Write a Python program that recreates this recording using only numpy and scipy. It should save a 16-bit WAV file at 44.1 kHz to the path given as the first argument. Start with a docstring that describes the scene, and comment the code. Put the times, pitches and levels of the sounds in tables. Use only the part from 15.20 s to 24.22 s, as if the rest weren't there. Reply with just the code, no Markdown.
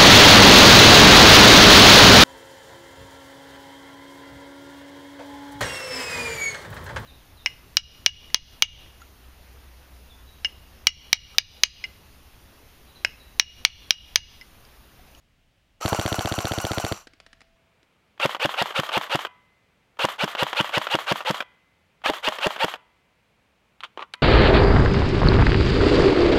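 """An electric airsoft rifle fires one full-auto burst on open ground, and pellets tick on far steel.
Then, heard from beside the gun, come three strings of single shots, the last one empty, and a few
handling clacks. In each cycle the motor winds the spring through whining gears, the piston slams home
with a puff of air and the nozzle snaps back. Trees return a dull tail over faint outdoor air."""
import sys
import numpy as np
from scipy import signal
from scipy.fft import rfft, irfft
from scipy.io import wavfile

SR = 44100
rng = np.random.default_rng(int(sys.argv[2]) if len(sys.argv) > 2 else 0)


def log_audio(samples):
    """Write samples as a 16-bit WAV file to the path given in sys.argv[1]."""
    # one column per channel
    frames = np.atleast_2d(samples).T
    # limit to full scale, then quantise
    limited = np.clip(frames, -1, 1)
    pcm = np.round(limited * 32767).astype(np.int16)
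    wavfile.write(sys.argv[1], SR, pcm)


N = 397782
TIME = np.arange(N) / SR
MOVE_S = 2.36   # the listener moves from the range to the side of the gun
MOTOR_ON_S, MOTOR_OFF_S, RUN_DOWN_S = .602, 1.712, .178   # the motor during the burst
WIND_S, NOZZLE_S = .066, .0338   # single shots: wind-up before the slam, nozzle return after it


def full_auto():
    """The motor runs on, and every turn of the sector gear fires once."""
    k = np.arange(16)
    # the sagging battery drags the beat; the first cycles lag while the motor gathers speed
    cycles_s = .06496 + .00007 * k + .0058 * np.exp(-1.5 * k)
    cycles_s[-1] += .0084   # the trigger is let go
    times = .6595 + np.r_[0, np.cumsum(cycles_s)]
    accent_db = 4 * np.exp(-(times - times[0]) / .34)   # the first shots kick hardest
    burst = burst_motor(times) - burst_piston(times, accent_db) + burst_nozzle(times, accent_db)
    return cut(burst, 13600, "low", order=4)


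# Piston contacts in one burst cycle: (delay [s], level [dB], low-pass [Hz])
BURST_CONTACTS = [(-.0092, 1.5, 816), (-.004, -25, 900), (-.0007, -11.5, 5180), (0, 0.5, 14000),
                  (.0025, -8, 902)]
# EQ of the piston's crack: (frequency [Hz], level [dB])
BURST_CRACK_EQ = [(120, -31), (200, -10), (548, 4), (1480, -9.5), (1980, -3.5), (2330, -11), (3100, -7),
                  (4430, -5), (5230, -16), (7000, -18), (10100, -23), (11300, -40), (13300, -37),
                  (16000, -71)]
# EQ of the low puff of air: (frequency [Hz], level [dB])
BURST_PUFF_EQ = [(15, -45.5), (25, -18), (102, 1.5), (127, -1), (172, -10), (204, -2.5), (246, -16),
                 (332, -2), (400, -12), (520, -51), (880, -120)]


def burst_piston(times, accent_db):
    """The piston lands with a crack, a hard tick of its head and a puff of air."""
    heavy = np.arange(len(times)) == 1   # the second shot lands dull and heavy
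    crack = slams(times, .5 * accent_db - 4 * heavy, BURST_CONTACTS, t60=.009, alike=.91)
    tick = knocks(times, accent_db - 16 - 8 * heavy, chatter_db=-3.5, t60=.004)
    puff = knocks(times - .0078, accent_db + 3, chatter_db=-38.5, t60=.01)
    return colour(crack, BURST_CRACK_EQ) + cut(tick, 4000, "high") + colour(puff, BURST_PUFF_EQ)


# EQ of the nozzle's clack: (frequency [Hz], level [dB])
NOZZLE_EQ = [(120, -44), (200, -13.5), (722, 8.5), (1710, -6.5), (2510, -9.5), (3070, -16.5), (6050, -11),
             (8740, -17), (13300, -47), (16000, -30)]


def burst_nozzle(times, accent_db):
    """Between shots the nozzle snaps back and the next pellet rattles into the feed."""
    lag_s = .0038 * np.exp(-(times[:-1] - times[0]) / .027)   # the motor is still gathering speed
    snap_at = times[:-1] + .0168 + lag_s
    jolt = knocks([MOTOR_ON_S + .0086], [-11], chatter_db=11, t60=.032)   # the gears take up slack
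    snaps = knocks(snap_at, accent_db[:-1] - 1, chatter_db=-3, t60=.029, alike=.65)
    # the heavy second shot thuds through the gearbox
    thud = colour(knocks([times[1] - .001, snap_at[1]], [5.5, 0], chatter_db=1.5, t60=.022), NOZZLE_EQ)
    feed_at = snap_at + rng.normal(.0081, .0034, len(snap_at))
    feed = knocks(feed_at, rng.normal(-9.5, 1.83, len(snap_at)), chatter_db=24.5, t60=.068)
    return colour(snaps + jolt, NOZZLE_EQ) + cut(thud, 2070, "low") + cut(feed, 5300, "high")


# Partials of the gear whine in the burst: (multiple of tooth rate, level [dB])
BURST_WHINE = [(.48, -12), (.72, -8), (1, -3), (2, -7.5), (3, -12), (4.15, -9.5)]
# EQ of the running gearbox: (frequency [Hz], level [dB])
BURST_GEAR_EQ = [(180, -42), (330, -12), (680, -3.5), (961, -4.5), (1180, 0), (1400, -3), (1780, -11),
                 (2400, -8.5), (2880, -5.5), (3580, -18), (4300, -10.5), (5200, -17.5), (5830, -5),
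                 (6620, -13.5), (13100, -31.5), (15200, -25.5), (16000, -67.5)]
# Resonances of the motor housing: (frequency [Hz], level [dB], t60 [s])
HOUSING_MODES = [(4600, -39.5, .01), (5960, -39.5, 0.015), (7340, -33.5, 0.014), (10500, -37, .008),
                 (12530, -34.5, .007), (13300, -28, .006)]


def burst_motor(times):
    """The motor runs up, draws the spring once a cycle and runs down; its brushes sizzle in the housing."""
    turn_at = np.r_[2 * times[0] - times[1], times, times[-1] + RUN_DOWN_S]
    cycle = np.interp(TIME, turn_at, np.arange(len(turn_at))) % 1
    running_s = np.maximum(TIME - MOTOR_ON_S, 0)
    speed = (1 - np.exp(-running_s / .012)) * np.clip(1 - (TIME - MOTOR_OFF_S) / RUN_DOWN_S, 0, 1)
    tooth_hz = 1407.3 * speed * (1 + .0612 * np.cos(2 * np.pi * (cycle - .444)))
    tooth_hz *= 1 + .02 * flutter(N, rate_hz=25)   # no two cycles load the motor alike
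    drawing = np.clip(np.minimum(cycle - .19, .66 - cycle) / .059, 0, 1)
    fresh_battery_db = 5.5 * np.exp(-running_s / .14)
    drive = amp(-30.5 + 2.5 * drawing + fresh_battery_db) * speed ** 1.92
    # the teeth press only while they wind the spring; after the last shot they run loose
    pressure = .44 * np.sin(np.pi * cycle ** 2) * (TIME < times[-1])
    teeth = gears(tooth_hz, BURST_WHINE, bite=.74, wobble=.198, stumble=.01, pressure=pressure)
    whirr = amp(-6.5) * colour(teeth * drive, BURST_GEAR_EQ)
    brushes = amp(1) * cut(rng.standard_normal(N), 8000, "low", order=1) * drive
    return whirr + ringing(whirr + brushes, HOUSING_MODES)


# Single-shot cues, the piston's landing and the motor's starting jolt: (time [s], level [dB])
SHOT_CUES = [(3.0599, -29.5), (3.2584, -35), (3.4239, -52.5), (3.6, -53), (3.7787, -33.5), (3.9571, -36.5),
             (4.8526, -28), (5.044, -45.5), (5.2330, -44), (5.4109, -45), (5.5815, -43), (5.7541, -53.5),
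             (5.9235, -44.5), (6.1104, -37.5), (6.9003, -39.5), (7.087, -52), (7.2700, -36), (7.4464, -52)]


def single_shots():
    """Every shot is a whole cycle from rest: wind-up, slam, coast and latch."""
    times, jolt_db = np.transpose(SHOT_CUES)
    whirr = shot_motor(times, jolt_db)
    force_db = rng.normal(0, .48, len(times))
    empty = times > 6.5
    cycle_at = times + .0022 * empty   # with no pellet to cushion it, the piston lands ahead of the gears
    return (whirr - shot_piston(times, force_db) + shot_barrel(cycle_at, empty)
            + shot_action(times, cycle_at, force_db, jolt_db))


# Piston contacts in a single shot: (delay [s], level [dB], low-pass [Hz])
SHOT_CONTACTS = [(-.0103, -1.5, 884), (-.0074, 4.5, 1205), (-.0041, 4, 1457), (-.002, 1.5, 5480),
                 (-.0002, 2.5, 12020), (.0058, -8, 4000)]
# EQ of the close crack: (frequency [Hz], level [dB])
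SHOT_CRACK_EQ = [(88, -30.5), (150, -7.5), (730, -1), (1790, -5), (2550, -9.5), (3290, -3), (4000, -17),
                 (4580, -15), (6140, -19.5), (6910, -19.5), (8400, -29), (12900, -25.5), (16000, -41)]


def shot_piston(times, force_db):
    """The piston cracks home; its head ticks on the cylinder and claps against the cylinder head."""
    crack = colour(slams(times, force_db, SHOT_CONTACTS, t60=.018), SHOT_CRACK_EQ)
    tick = knocks(times, force_db - 14, chatter_db=1.5, t60=.003)
    clap = knocks(times, force_db - 3, chatter_db=-.5, t60=.003)
    return crack + band(tick, 5000, 13000) + band(clap, 2800, 4400, top_order=4)


# EQ of the close puff of air: (frequency [Hz], level [dB])
SHOT_PUFF_EQ = [(21, -33.5), (59, -17.5), (139, -3), (214, -3.5), (252, -24), (305, -4), (370, -13.5),
                (460, -46), (770, -120)]
# Hollow resonances of the barrel: (frequency [Hz], level [dB], t60 [s])
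BARREL_MODES = [(185, -31, .04), (330, -31.5, 0.045), (425.7, -28.5, 0.038), (620, -28.5, 0.057),
                (800, -31, 0.059)]


def shot_barrel(times, empty):
    """Air puffs out of the barrel; an empty shot has less puff and more ring."""
    puff = knocks(times - .0098, np.where(empty, -6, 1.5), chatter_db=-9, t60=.05)
    kick = knocks(times - .004, np.where(empty, 8.5, -8), chatter_db=-3.5, t60=.0067)
    return colour(puff, SHOT_PUFF_EQ) + ringing(kick, BARREL_MODES)


# Partials of the gear whine in a single shot: (multiple of tooth rate, level [dB])
SHOT_WHINE = [(.6, -13), (1, -11), (1.5, -15), (2, -9.5), (3, -7), (3.6, -14), (4, -13), (5, -9)]
# EQ of the gears winding up: (frequency [Hz], level [dB])
WIND_EQ = [(150, -42), (400, -24.5), (550, -4.5), (698, -11), (890, -3.5), (1030, -9.5), (1400, -5),
           (1830, -13), (2020, -11), (2400, -10), (2820, -5.5), (3300, -9), (4490, -17), (5350, -22.5),
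           (11300, -33.5), (14900, -36.5), (16000, -51)]
# EQ of the gears coasting: (frequency [Hz], level [dB])
COAST_EQ = [(150, -41.5), (250, -24), (629, -6), (906, -6), (1140, 1), (1610, -6), (1790, -2.5), (2530, -8),
            (3230, -0.5), (3650, -6), (5440, -17.5), (6820, -16), (9330, -24), (13700, -20), (16000, -36.5)]


def shot_motor(times, jolt_db):
    """The gears zip up into each shot and whirr down after it."""
    winding, coasting = np.zeros(N), np.zeros(N)
    for s, db in zip(times, jolt_db):
        add(winding, s - WIND_S, wind_up(db, SHOT_WHINE))
        add(coasting, s, coast(SHOT_WHINE))
    return amp(-8) * colour(winding, WIND_EQ) + amp(-7.5) * colour(coasting, COAST_EQ)


def wind_up(jolt_db, partials):
    """From rest the gears climb in pitch and swell as the spring tightens, until the piston is let go."""
    start_hz, top_hz, let_go_s, release_db_per_s = 171, 1003.3, .008, 2503
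    t = TIME[:int((WIND_S + let_go_s) * SR)]
    tooth_hz = top_hz + (start_hz - top_hz) * np.exp(-t / .021)
    load = amp(jolt_db) + (amp(-19.5) - amp(jolt_db)) * np.minimum(t / .029, 1) ** 1.6
    engage = np.minimum(1, t / .0087)   # the teeth take up their slack
    release = amp(-release_db_per_s * np.maximum(t - WIND_S + let_go_s, 0))
    wander = np.interp(t / .0073, np.arange(32), rng.normal(1, .03, 32))
    return engage * load * release * gears(tooth_hz * wander, partials, bite=1, wobble=.34)


def coast(partials, stop_s=.135, start_hz=927):
    """The gears run free, meet the spring again as the nozzle snaps back, and brake to a stop."""
    t = TIME[:int(stop_s * SR)]
    speed = 1 - (t / stop_s) ** 2
    load = amp(np.where(t < NOZZLE_S, -36.5, -29)) * speed ** 1.67
    return load * gears(start_hz * speed, partials, bite=1, wobble=1.5)


def gears(tooth_hz, partials, bite, wobble, stumble=.018, pressure=1):
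    """Uneven teeth mesh: a rattle that peaks at every tooth, and under pressure a flickering whine."""
    count, grind_hz = len(tooth_hz), 220
    unsteady = wobble * rng.standard_normal(count) + stumble * flutter(count, grind_hz)
    phase = 2 * np.pi * (np.cumsum(tooth_hz * (1 + unsteady)) / SR + rng.random())
    rattle = rng.standard_normal(count) * np.exp(bite * np.cos(phase)) * amp(2 * flutter(count, grind_hz))
    whine = sum(amp(db + 3.5 * flutter(count, rate_hz=45)) * np.sin(k * phase + 2 * np.pi * rng.random())
                for k, db in partials)
    return rattle / np.std(rattle) + pressure * whine


# EQ of small parts knocking in the gearbox: (frequency [Hz], level [dB])
ACTION_EQ = [(110, -38.5), (180, -20.5), (555, -5), (1220, -2.5), (1450, -3.5), (1750, -8), (2110, -12),
             (3180, -5), (3840, -17.5), (4900, -24), (5280, -25), (9640, -41), (13800, -37), (16000, -53)]


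def shot_action(times, cycle_at, force_db, jolt_db):
    """Small parts click around each shot: trigger, starting jolt, nozzle, pellet feed and latch."""
    nozzle = knocks(cycle_at + NOZZLE_S, force_db - 3, chatter_db=13.5, t60=.017, alike=1)
    slip = knocks(times - .009, force_db - 18.5, chatter_db=13, t60=.008)   # last tooth leaves the piston
    feed_at = np.r_[times + .048, times + .065] + rng.normal(0, .0029, 2 * len(times))
    feed = knocks(feed_at, rng.normal(-23.5, 2, len(feed_at)), chatter_db=17.5, t60=.04)
    jolts = knocks(times - WIND_S + .0051, jolt_db + 28, chatter_db=19, t60=.05)
    string_at = times[np.diff(times, prepend=0) > .5]
    trigger = knocks(string_at - WIND_S - .016, np.full(len(string_at), -27), chatter_db=8, t60=.031)
    snag = knocks([6.8595], [5], chatter_db=12, t60=.025)   # a tooth snags in the first empty wind-up
    body = cut(nozzle, 3400, "low") + jolts + trigger + snag + latch()
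    return colour(body, ACTION_EQ) + band(slip + feed, 7000, 13500, top_order=4)


# Latch clicks: (time [s], level [dB])
LATCH_CUES = [(3.147, -14.5), (3.34, -17.5), (3.505, -17.5), (3.69, -14), (4.049, -14), (5.15, -14.5),
              (5.329, -12.5), (5.492, -18), (5.668, -13.5), (6.005, -19), (6.204, -10.5), (7.185, -14),
              (7.361, -18), (7.538, -15.5)]


def latch():
    """The anti-reversal latch catches, bounces, and catches again softly as the gears rock back."""
    times, levels_db = np.transpose(LATCH_CUES)
    click = knocks(times + .001, levels_db + 12.5, chatter_db=6, t60=.027)
    bounce = knocks(times + .0036, levels_db + 8.5, chatter_db=13.5, t60=.035)
    recatch = knocks(times + .019, levels_db + 3, chatter_db=13, t60=.023)
    return click + bounce + recatch


# Handling clacks: (time [s], level [dB], pitch [Hz], high-pass [Hz], rattle t60 [s])
CLACK_CUES = [(8.6055, -17.5, 3930, 1200, 0.038), (8.628, -27, 1500, 700, 0.046),
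              (8.635, -12, 3440, 1000, 0.039), (8.6385, -12, 3620, 900, .03), (8.6422, -13, 3500, 855, .05),
              (8.648, -15.5, 3300, 700, 0.069), (8.7744, -8.5, 870, 400, 0.048),
              (8.793, -11, 850, 350, 0.13), (8.806, -19, 3000, 600, 0.072), (8.812, -18, 1140, 300, .06),
              (8.8214, -12.5, 1270, 280, 0.046), (8.8257, -11, 1350, 350, .05),
              (8.9382, -6, 2200, 1120, 0.028)]
# EQ shared by the clacks: (frequency [Hz], level [dB])
CLACK_EQ = [(120, -40), (200, -12), (380, -2.5), (709, -8.5), (1100, 1), (1680, -9), (3190, -7.5),
            (4950, -24), (10700, -36.5), (16000, -45)]


def handling():
    """Catches and loose parts clack as the grip changes, each at its own pitch and with one rebound."""
    clacks, snaps = np.zeros(N), np.zeros(N)
    rebounds = [(s + .006, db - 15, *rest) for s, db, *rest in CLACK_CUES]
    for s, db, pitch_hz, low_hz, rattle_s in CLACK_CUES + rebounds:
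        clack = dying_noise(t60=rattle_s)
        contact = dying_noise(t60=.01)
        clack[:len(contact)] += contact
        body = signal.lfilter(*signal.iirpeak(pitch_hz, 4, fs=SR), clack)
        rattle = band(clack, low_hz, 2.6 * pitch_hz, top_order=1)
        add(clacks, s, amp(db) * (rattle + amp(.5) * body))
        add(snaps, s, amp(db - 30) * pitch_hz / 3000 * contact)   # small hard parts snap in the treble
    return colour(clacks, CLACK_EQ) + band(snaps, 3500, 8800)


# Contacts of the magazine catch: (time [s], level [dB])
CATCH_CUES = [(8.9374, -17), (8.9374, -4), (8.9398, -7), (8.942, -8), (8.954, -19)]
# Resonances of the catch: (frequency [Hz], level [dB], t60 [s])
CATCH_MODES = [(1249, -39, 0.027), (2160, -38, .014), (2420, -30, .012), (3870, -31, .012),
               (4350, -29, 0.013)]


def magazine_catch():
    """The catch springs back: a quick run of hard contacts sets its small steel parts ringing."""
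    clicks = knocks(*np.transpose(CATCH_CUES), chatter_db=0, t60=.004)
    return ringing(clicks, CATCH_MODES) + amp(-17) * band(clicks, 3000, 10500, top_order=6)


# Long resonances of the gun's metal: (frequency [Hz], level [dB], t60 [s])
METAL_MODES = [(991, -67, .55), (1168, -77, .7), (1297, -77, .7), (1976, -69, .6), (2046, -72, 1.6),
               (2455, -68, .35), (3070, -76, .6), (3280, -77, .5)]
# Knocks that leave the spring ringing: (time [s], level [dB], tilt [dB/octave])
SPRING_CUES = [(4.049, 20.5, -6), (6.205, 4.5, 7), (7.538, 13, -9), (8.939, 14, -4)]


def metal_ring(impacts):
    """Impacts ring in the gun's metal, and the spring sings on after each string and the last catch."""
    out = ringing(impacts, METAL_MODES)
    lowest_hz = METAL_MODES[0][0]
    for s, db, tilt in SPRING_CUES:
        click = np.zeros(N)
        add(click, s, [amp(db)])
        modes = [(hz, level + tilt * np.log2(hz / lowest_hz), t60) for hz, level, t60 in METAL_MODES]
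        out += ringing(click, modes)
    return out


# Pellet hits on the target: (time [s], level [dB])
PELLET_CUES = [(1.871, -32), (1.935, -42), (2.001, -35), (2.064, -37.5), (2.13, -36.5), (2.206, -40.5),
               (2.216, -39.5), (2.63, -49)]
# EQ of the distant ticks: (frequency [Hz], level [dB])
PELLET_EQ = [(150, -18), (250, 1.5), (1030, -9.5), (1710, 0), (2730, -5), (4760, -8), (7510, -19),
             (10500, -25.5), (14000, -54)]
# Resonance of the steel plate: (frequency [Hz], level [dB], t60 [s])
PLATE_MODES = [(663, -53.5, 8.5)]


def target():
    """The last pellets of the burst land on the far steel plate after the gun has stopped firing."""
    times, levels_db = np.transpose(PELLET_CUES)
    ticks = colour(knocks(times, levels_db + 14, chatter_db=33, t60=.025), PELLET_EQ)
    plate = ringing(knocks(times, levels_db + 15, chatter_db=-30, t60=.002), PLATE_MODES)
    fade = np.interp(TIME, [MOVE_S, MOVE_S + .41], [1, 0])
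    return ticks + plate * fade + forest(ticks, level_db=-9, t60=.69, top_hz=5000)


def forest(x, level_db, t60, top_hz):
    """Scrub and the tree line scatter back a faint, dull tail."""
    tail = signal.oaconvolve(x, dying_noise(t60))[:N]
    return amp(level_db) * band(tail, 510, top_hz)


# EQ of the air on the range: (frequency [Hz], level [dB])
RANGE_AIR_EQ = [(12, -56), (20, -2), (193, -16), (388, -26), (660, -24.5), (1000, -30), (3000, -26),
                (3700, -32), (8650, -43), (16000, -47.5)]
# EQ of the air beside the gun: (frequency [Hz], level [dB])
SIDE_AIR_EQ = [(12, -53.5), (20, -19.5), (60, -3.5), (200, -5), (300, -11.5), (500, -10), (738, -12),
               (1960, -15), (2300, -12), (5230, -27.5), (16000, -38.5)]


def air():
    """A faint outdoor bed, one for each listening place."""
    at_range = amp(-64.5) * colour(rng.standard_normal(N), RANGE_AIR_EQ)
    at_side = amp(-65.5) * colour(rng.standard_normal(N), SIDE_AIR_EQ)
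    return np.where(TIME < MOVE_S, at_range, at_side)


def slams(times, levels_db, contacts, t60, alike=0):
    """The piston is released, hits the air cushion and lands: a run of dull and bright contacts."""
    return sum(cut(knocks(times + delay, levels_db + db, chatter_db=.5, t60=t60, alike=alike), hz, "low")
               for delay, db, hz in contacts)


def knocks(times, levels_db, chatter_db, t60, alike=0):
    """Sharp clicks, each trailed by loose parts chattering; the share `alike` repeats on every hit."""
    out, same = np.zeros(N), dying_noise(t60)
    for s, db in zip(times, levels_db):
        knock = amp(chatter_db) * (np.sqrt(alike) * same + np.sqrt(1 - alike) * dying_noise(t60))
        knock[0] += 1
        add(out, s, amp(db) * knock / np.linalg.norm(knock))
    return out


def dying_noise(t60):
    """A decaying burst of noise of unit energy."""
    t = TIME[:int(t60 * SR) + 2]
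    burst = rng.standard_normal(len(t)) * np.exp(-np.log(1000) * t / t60)
    return burst / np.linalg.norm(burst)


def ringing(x, modes):
    """Decaying sines set off by x."""
    out = np.zeros(N)
    for hz, db, t60 in modes:
        r, w = amp(-60 / (t60 * SR)), 2 * np.pi * hz / SR
        out += amp(db) * signal.lfilter([0, np.sin(w)], [1, -2 * r * np.cos(w), r * r], x + 1e-18)
    return out


def flutter(count, rate_hz):
    """Smooth random motion with a spread of one."""
    slow = cut(rng.standard_normal(count + 2000), rate_hz, "low")[2000:]
    return slow / np.std(slow)


def colour(x, eq):
    """Minimum-phase EQ with unit power gain: nothing rings ahead of an attack."""
    size = 8192
    hz, db = np.transpose(eq)
    gain = amp(np.interp(np.log(np.arange(size // 2 + 1) * SR / size + 1), np.log(hz), db))
    cepstrum = irfft(np.log(gain))
    cepstrum[1:size // 2] *= 2
    cepstrum[size // 2 + 1:] = 0
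    response = irfft(np.exp(rfft(cepstrum)))
    return signal.oaconvolve(x, response / np.linalg.norm(response))[:N]


def cut(x, hz, kind, order=2):
    """Low- or high-pass."""
    return signal.sosfilt(signal.butter(order, hz, kind, fs=SR, output="sos"), x + 1e-18)


def band(x, low_hz, top_hz, top_order=2):
    """Trim the lows, then the top."""
    return cut(cut(x, low_hz, "high"), top_hz, "low", top_order)


def add(out, s, x):
    """Mix x into out from time s on."""
    i = int(round(s * SR))
    out[i:i + len(x)] += x[:N - i]


def amp(db):
    """Decibels to gain."""
    return 10 ** (np.asarray(db) / 20)


def scene():
    """The rifle up front; the tree line, the target and the air behind it."""
    burst, shots, clacks = full_auto(), single_shots(), handling()
    close = shots + clacks + magazine_catch()
    metal = metal_ring(amp(-9) * shots + amp(-14) * clacks)
    echo = forest(close, level_db=-24.5, t60=.58, top_hz=3500)
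    echo += forest(burst, level_db=-36.5, t60=.73, top_hz=4000)
    return (burst + close + metal + echo + target() + air())[None]


def record(dry):
    """A soft clip rounds the loudest peaks and a steep low-pass cuts the top."""
    ceiling, top_hz = .4, 15900
    rounded = dry / (1 + (dry / ceiling) ** 6) ** (1 / 6)
    return signal.sosfilt(signal.ellip(10, .1, 80, top_hz, fs=SR, output="sos"), rounded)


dry = scene()
out = record(dry)
log_audio(out)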